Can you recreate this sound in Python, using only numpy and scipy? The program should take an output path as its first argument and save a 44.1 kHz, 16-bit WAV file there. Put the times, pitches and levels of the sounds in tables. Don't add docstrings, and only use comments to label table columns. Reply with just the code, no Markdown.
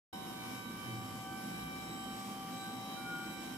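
import sys
import numpy as np
from scipy import signal
from scipy.fft import rfft, irfft, next_fast_len
from scipy.io import wavfile

SR = 44100
rng = np.random.default_rng(int(sys.argv[2]) if len(sys.argv) > 2 else 0)


def unload_audio(sound):
    columns = np.transpose(np.atleast_2d(sound))
    steps = np.round(np.clip(columns, -1, 1) * 32767)
    wavfile.write(sys.argv[1], SR, steps.astype(np.int16))


N = 157437
TIME = np.arange(N) / SR

# (time [s], rate [Hz])
SLOT_RATE = [(.13, 765.3), (.48, 765.8), (.67, 768.3), (1.24, 769.5), (1.76, 773.1), (2.39, 776.2),
             (2.77, 776.3), (3.14, 777.1), (3.57, 777)]
# (multiple, line level [dB], once-per-turn sideband level [dB], left minus right [dB])
SLOT_HARMONICS = [(1, -51.5, -68, 2), (2, -56.5, -71, -6.5), (3, -57.5, -72.5, 3), (4, -61, -64, -3.5),
                  (5, -61, -66, -5.5), (6, -71, -83, 12), (7, -66.5, -66.5, 1), (8, -72.5, -80.5, -14),
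                  (9, -72.5, -75.5, -3), (10, -63.5, -70, 11), (11, -84, -74, -4), (12, -83, -74.5, 14),
                  (14, -67.5, -76, -1.5), (15, -68.5, -71, -1), (18, -79, -75, -11), (19, -74.5, -79, -7)]
# (time [s], level [dB])
FIRST_SHAPE = [(0.15, -50.5), (0.57, -55.5), (0.71, -66), (0.99, -52.5), (1.09, -56), (1.29, -49),
               (1.57, -52.5), (2.9, -50), (3.55, -55), (3.57, -54)]
# (time [s], level [dB])
SECOND_SHAPE = [(0.15, -64), (0.24, -67.5), (0.85, -60.5), (1.23, -68.5), (1.29, -60), (2.24, -64),
                (2.31, -77), (2.59, -66), (2.66, -56), (2.78, -69), (3.57, -62.5)]
# (time [s], level [dB])
THIRD_SHAPE = [(.15, -59.5), (.65, -56), (.95, -58.5), (1.15, -62), (1.35, -58), (1.7, -58), (2.08, -60),
               (2.45, -66.5), (2.87, -63), (3.1, -58.5), (3.57, -58)]
# (time [s], level [dB])
FIFTH_SHAPE = [(.15, -56.5), (.45, -59.5), (1, -64.5), (1.45, -64), (1.8, -58.5), (2.18, -59.5),
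               (2.38, -69), (2.68, -54.5), (2.9, -57.5), (3.1, -56), (3.57, -62.5)]
# (time [s], level [dB])
TENTH_SHAPE = [(.15, -62), (.75, -69.5), (.95, -62.5), (1.7, -63), (1.95, -59.5), (2.35, -56), (2.48, -68),
               (2.6, -49), (2.8, -67), (3.05, -64.5), (3.57, -62.5)]
# (frequency [Hz], left density [dB per Hz], right density [dB per Hz])
HISS_SPECTRUM = [(196, -101, -108), (463, -92, -83.5), (766, -83.5, -91.5), (1140, -89, -86),
                 (1570, -98, -91), (2190, -89, -89.5), (2620, -95.5, -93), (2960, -88.5, -92),
                 (4300, -100.5, -94.5), (5160, -99, -93), (6400, -100, -96.5), (7200, -100, -99),
                 (8600, -98, -100), (9880, -99, -100), (9930, -90.5, -94.5), (10340, -106, -106),
                 (11100, -98.5, -89.5), (10800, -100, -99), (11300, -96, -99.5), (12000, -99, -93.5),
                 (12400, -99, -95.5), (13100, -110, -101), (14300, -106, -100.5), (15200, -122, -101)]
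# (time [s], level [dB])
HISS_SHAPE = [(0.15, -57), (0.55, -55.5), (0.59, -58), (2.04, -56), (3.55, -56), (3.57, -57)]
# (time [s], level [dB])
SQUEAL_LEVEL = [(2.93, -96), (2.975, -52), (3.03, -58), (3.07, -46.5), (3.14, -42), (3.23, -48.5),
                (3.35, -61), (3.47, -70), (3.57, -61)]
# (frequency [Hz], density [dB per Hz])
RUMBLE_SPECTRUM = [(20, -104), (48, -100), (62, -87), (90, -89.5), (130, -84.5), (250, -74), (380, -82.5),
                   (500, -86), (700, -97), (1200, -92.5), (2000, -106), (4000, -130)]
# (frequency [Hz], nominal width [Hz], level [dB])
HUM_BANDS = [(62.9, 3.9, -70.5), (100.3, 3, -68.5), (117.9, 10.8, -56.5), (158.6, 10.6, -62),
             (173.9, 3.2, -58), (201.9, 3.2, -56.5), (208.4, 7.2, -62), (226, 9.6, -58.5), (250, 4.9, -59),
             (257.6, 6.4, -58.5), (284.9, 28.4, -62.5), (322, 3.1, -59.5), (346.3, 4.5, -62.5),
             (545, 6.1, -71)]
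# (time [s], level [dB])
BOOM_SHAPE = [(.15, -59.5), (.6, -59), (.9, -52), (1.12, -48), (1.25, -56), (1.39, -54.5), (1.48, -62),
              (2.4, -64), (2.75, -57.5), (3.1, -63), (3.57, -60.5)]
# (time [s], level [dB])
THRUM_SHAPE = [(.15, -70), (.75, -65), (.9, -84), (1.1, -68), (1.5, -68), (1.65, -55), (2.2, -67),
               (3.25, -70), (3.46, -53), (3.57, -66)]
# (frequency [Hz], level [dB], left minus right [dB])
ELECTRICAL_LINES = [(872, -75, 0), (963.4, -61.5, -32), (1070, -67.5, 5), (1167.4, -55, 2.5),
                    (1267, -82, -6)]
# (time [s], level [dB])
STRONG_LINE_SHAPE = [(.15, -61.5), (.5, -54), (1.1, -52.5), (1.8, -54), (2.3, -51), (2.8, -52), (3.3, -56),
                     (3.57, -59.5)]
# (time [s], level [dB])
WEAK_LINES_SHAPE = [(.15, -53), (.45, -53.5), (.6, -55.5), (1.1, -59.5), (1.5, -64.5), (2.3, -65.5),
                    (2.9, -57.5), (3.57, -59.5)]

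SLOTS, SLOTS_PER_SPINDLE_TURN = 12, 156
JITTER_HZ, JITTER_PER_S = 0.88, 13.5
WHINE_LEAD_RAD, WHINE_SWAY_RAD = 0.7, 0.4
SIDEBAND_FALL_DB = 8.5
FADE_PER_S, FADE_SHARE = 3.5, 0.45
SHAPED_FADE_SHARE = 0.5
SLOT_DEPTH, TURN_DEPTH, HISS_FLUTTER_DB = 0.1, 0.086, 1
SQUEAL_HZ, SQUEAL_WAVER_HZ = 1433, 3.2
SQUEAL_RASP_DB, SQUEAL_RASP_RATE_HZ = -16, 240
THROB_AT_S, THROB_DB = 2.92, 1
BOOM_BELOW_HZ, RUMBLE_SIDE_DB = 140, -12.5
START_S, ATTACK_S, CUTOFF_HZ = 0.1274, 0.0033, 15520


def from_db(db):
    return 10 ** (np.asarray(db) / 20)


def rms_one(x):
    return x / np.sqrt(np.mean(np.abs(x) ** 2) + 1e-20)


def in_time(rows):
    return np.interp(TIME, *np.transpose(rows))


def swell(rows):
    return rms_one(from_db(in_time(rows)))


def pan(db):
    return rms_one(from_db(np.array([[db], [-db]]) / 2))


def angle_of(hz):
    return 2 * np.pi * np.cumsum(hz) / SR


def flutter(rate):
    step = 20
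    pole = np.exp(-2 * np.pi * rate * step / SR)
    settle = 3000
    draws = rng.standard_normal((2, N // step + settle + 2))
    slow = signal.lfilter([1], [1, -2 * pole, pole * pole], draws)[:, settle:]
    return rms_one(np.interp(np.arange(N) / step, np.arange(slow.shape[1]), slow[0] + 1j * slow[1]))


def drift(rate):
    return rms_one(flutter(rate).real)


def tone(angle, gain=1):
    return np.sqrt(2) * np.real(gain * np.exp(1j * angle))


def noise(hz, db):
    size = next_fast_len(N)
    f = np.maximum(np.fft.rfftfreq(size, 1 / SR), 1)
    gain = from_db(np.interp(np.log(f), np.log(hz), db))
    shaped = irfft(rfft(rng.standard_normal(size)) * gain, size)[:N]
    return shaped * np.sqrt(SR / 2)


def rotor_whine(slot):
    out = np.zeros((2, N))
    turn = np.exp(1j * slot / SLOTS)
    shapes = {1: FIRST_SHAPE, 2: SECOND_SHAPE, 3: THIRD_SHAPE, 5: FIFTH_SHAPE, 10: TENTH_SHAPE}
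    flanks = [turn ** j * from_db(-SIDEBAND_FALL_DB * abs(j)) for j in (-3, -2, -1, 1, 2, 3)]
    for multiple, line_db, side_db, pan_db in SLOT_HARMONICS:
        shape = swell(shapes[multiple]) if multiple in shapes else 1
        carrier = np.sqrt(2) * np.exp(1j * multiple * slot) * shape
        share = SHAPED_FADE_SHARE if multiple in shapes else FADE_SHARE
        for channel in range(2):
            if multiple <= 2:
                phase = WHINE_SWAY_RAD * drift(1.0) - channel * WHINE_LEAD_RAD
                line = np.exp(1j * multiple * phase)
            else:
                steady = np.exp(0.5j * np.pi * channel)
                line = rms_one(np.sqrt(1 - share) * steady + np.sqrt(share) * flutter(FADE_PER_S))
            sides = sum(flank * np.exp(2j * np.pi * rng.random()) for flank in flanks)
            sides = rms_one(sides * flutter(FADE_PER_S * np.sqrt(multiple)))
            both = from_db(line_db) * line + from_db(side_db) * sides
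            out[channel] += pan(pan_db)[channel] * np.real(carrier * both)
    return out


def brush_hiss(slot):
    hz, left_db, right_db = np.transpose(HISS_SPECTRUM)
    turn = slot / SLOTS
    slot_pulse = SLOT_DEPTH * (np.cos(slot) + np.cos(2 * slot)) / 2
    turn_pulse = TURN_DEPTH * (np.cos(turn) + np.cos(3 * turn) / 2)
    pulsing = rms_one(1 + slot_pulse + turn_pulse)
    hiss = np.array([noise(hz, left_db), noise(hz, right_db)])
    return hiss * pulsing * swell(HISS_SHAPE) * from_db(HISS_FLUTTER_DB * drift(6.9))


def leg_squeal(pan_db=2.5, lead_rad=-0.35):
    angle = angle_of(SQUEAL_HZ + SQUEAL_WAVER_HZ * drift(19))
    angles = angle + np.array([[lead_rad], [0]])
    rasp = from_db(SQUEAL_RASP_DB) * np.array([flutter(SQUEAL_RASP_RATE_HZ) for channel in range(2)])
    level = from_db(in_time(SQUEAL_LEVEL)) * (TIME > SQUEAL_LEVEL[0][0])
    return level * pan(pan_db) * tone(angles, 1 + rasp)


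def low_rumble(slot, pan_db=-1.0):
    spindle = (slot - np.interp(THROB_AT_S, TIME, slot)) / SLOTS_PER_SPINDLE_TURN
    throb = rms_one(from_db(THROB_DB * np.cos(spindle)))
    boom = swell(BOOM_SHAPE)
    mid = throb * noise(*np.transpose(RUMBLE_SPECTRUM))
    side = noise(*np.transpose(RUMBLE_SPECTRUM))
    for i, (hz, width_hz, db) in enumerate(HUM_BANDS):
        if i == 0:
            motion = swell(THRUM_SHAPE)
        else:
            motion = boom if hz < BOOM_BELOW_HZ else throb
        gain = from_db(db) * motion
        angle = 2 * np.pi * hz * TIME
        mid = mid + gain * tone(angle, flutter(width_hz * 0.66))
        side = side + gain * tone(angle, flutter(width_hz * 0.53))
    return pan(pan_db) * (mid + from_db(RUMBLE_SIDE_DB) * side * np.array([[1], [-1]]))


def electrical_whine(waver_db=0.5, shiver_db=1.3, sway_rad=0.51):
    out = np.zeros((2, N))
    strongest = max(row[1] for row in ELECTRICAL_LINES)
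    for hz, db, pan_db in ELECTRICAL_LINES:
        if db == strongest:
            gain = swell(STRONG_LINE_SHAPE) * from_db(shiver_db * drift(25))
        else:
            gain = swell(WEAK_LINES_SHAPE) * from_db(waver_db * drift(1.8))
        sway = sway_rad * np.array([drift(1), drift(1)])
        out += from_db(db) * pan(pan_db) * tone(2 * np.pi * hz * TIME + sway, gain)
    return out


def scene():
    slot = angle_of(in_time(SLOT_RATE) + JITTER_HZ * drift(JITTER_PER_S))
    motor = rotor_whine(slot) + brush_hiss(slot)
    return motor + leg_squeal() + low_rumble(slot) + electrical_whine()


def record(dry):
    opened = dry * np.clip((TIME - START_S) / ATTACK_S, 0, 1)
    low_pass = signal.ellip(12, 0.1, 80, CUTOFF_HZ, fs=SR, output="sos")
    return signal.sosfilt(low_pass, opened)


dry = scene()
out = record(dry)
unload_audio(out)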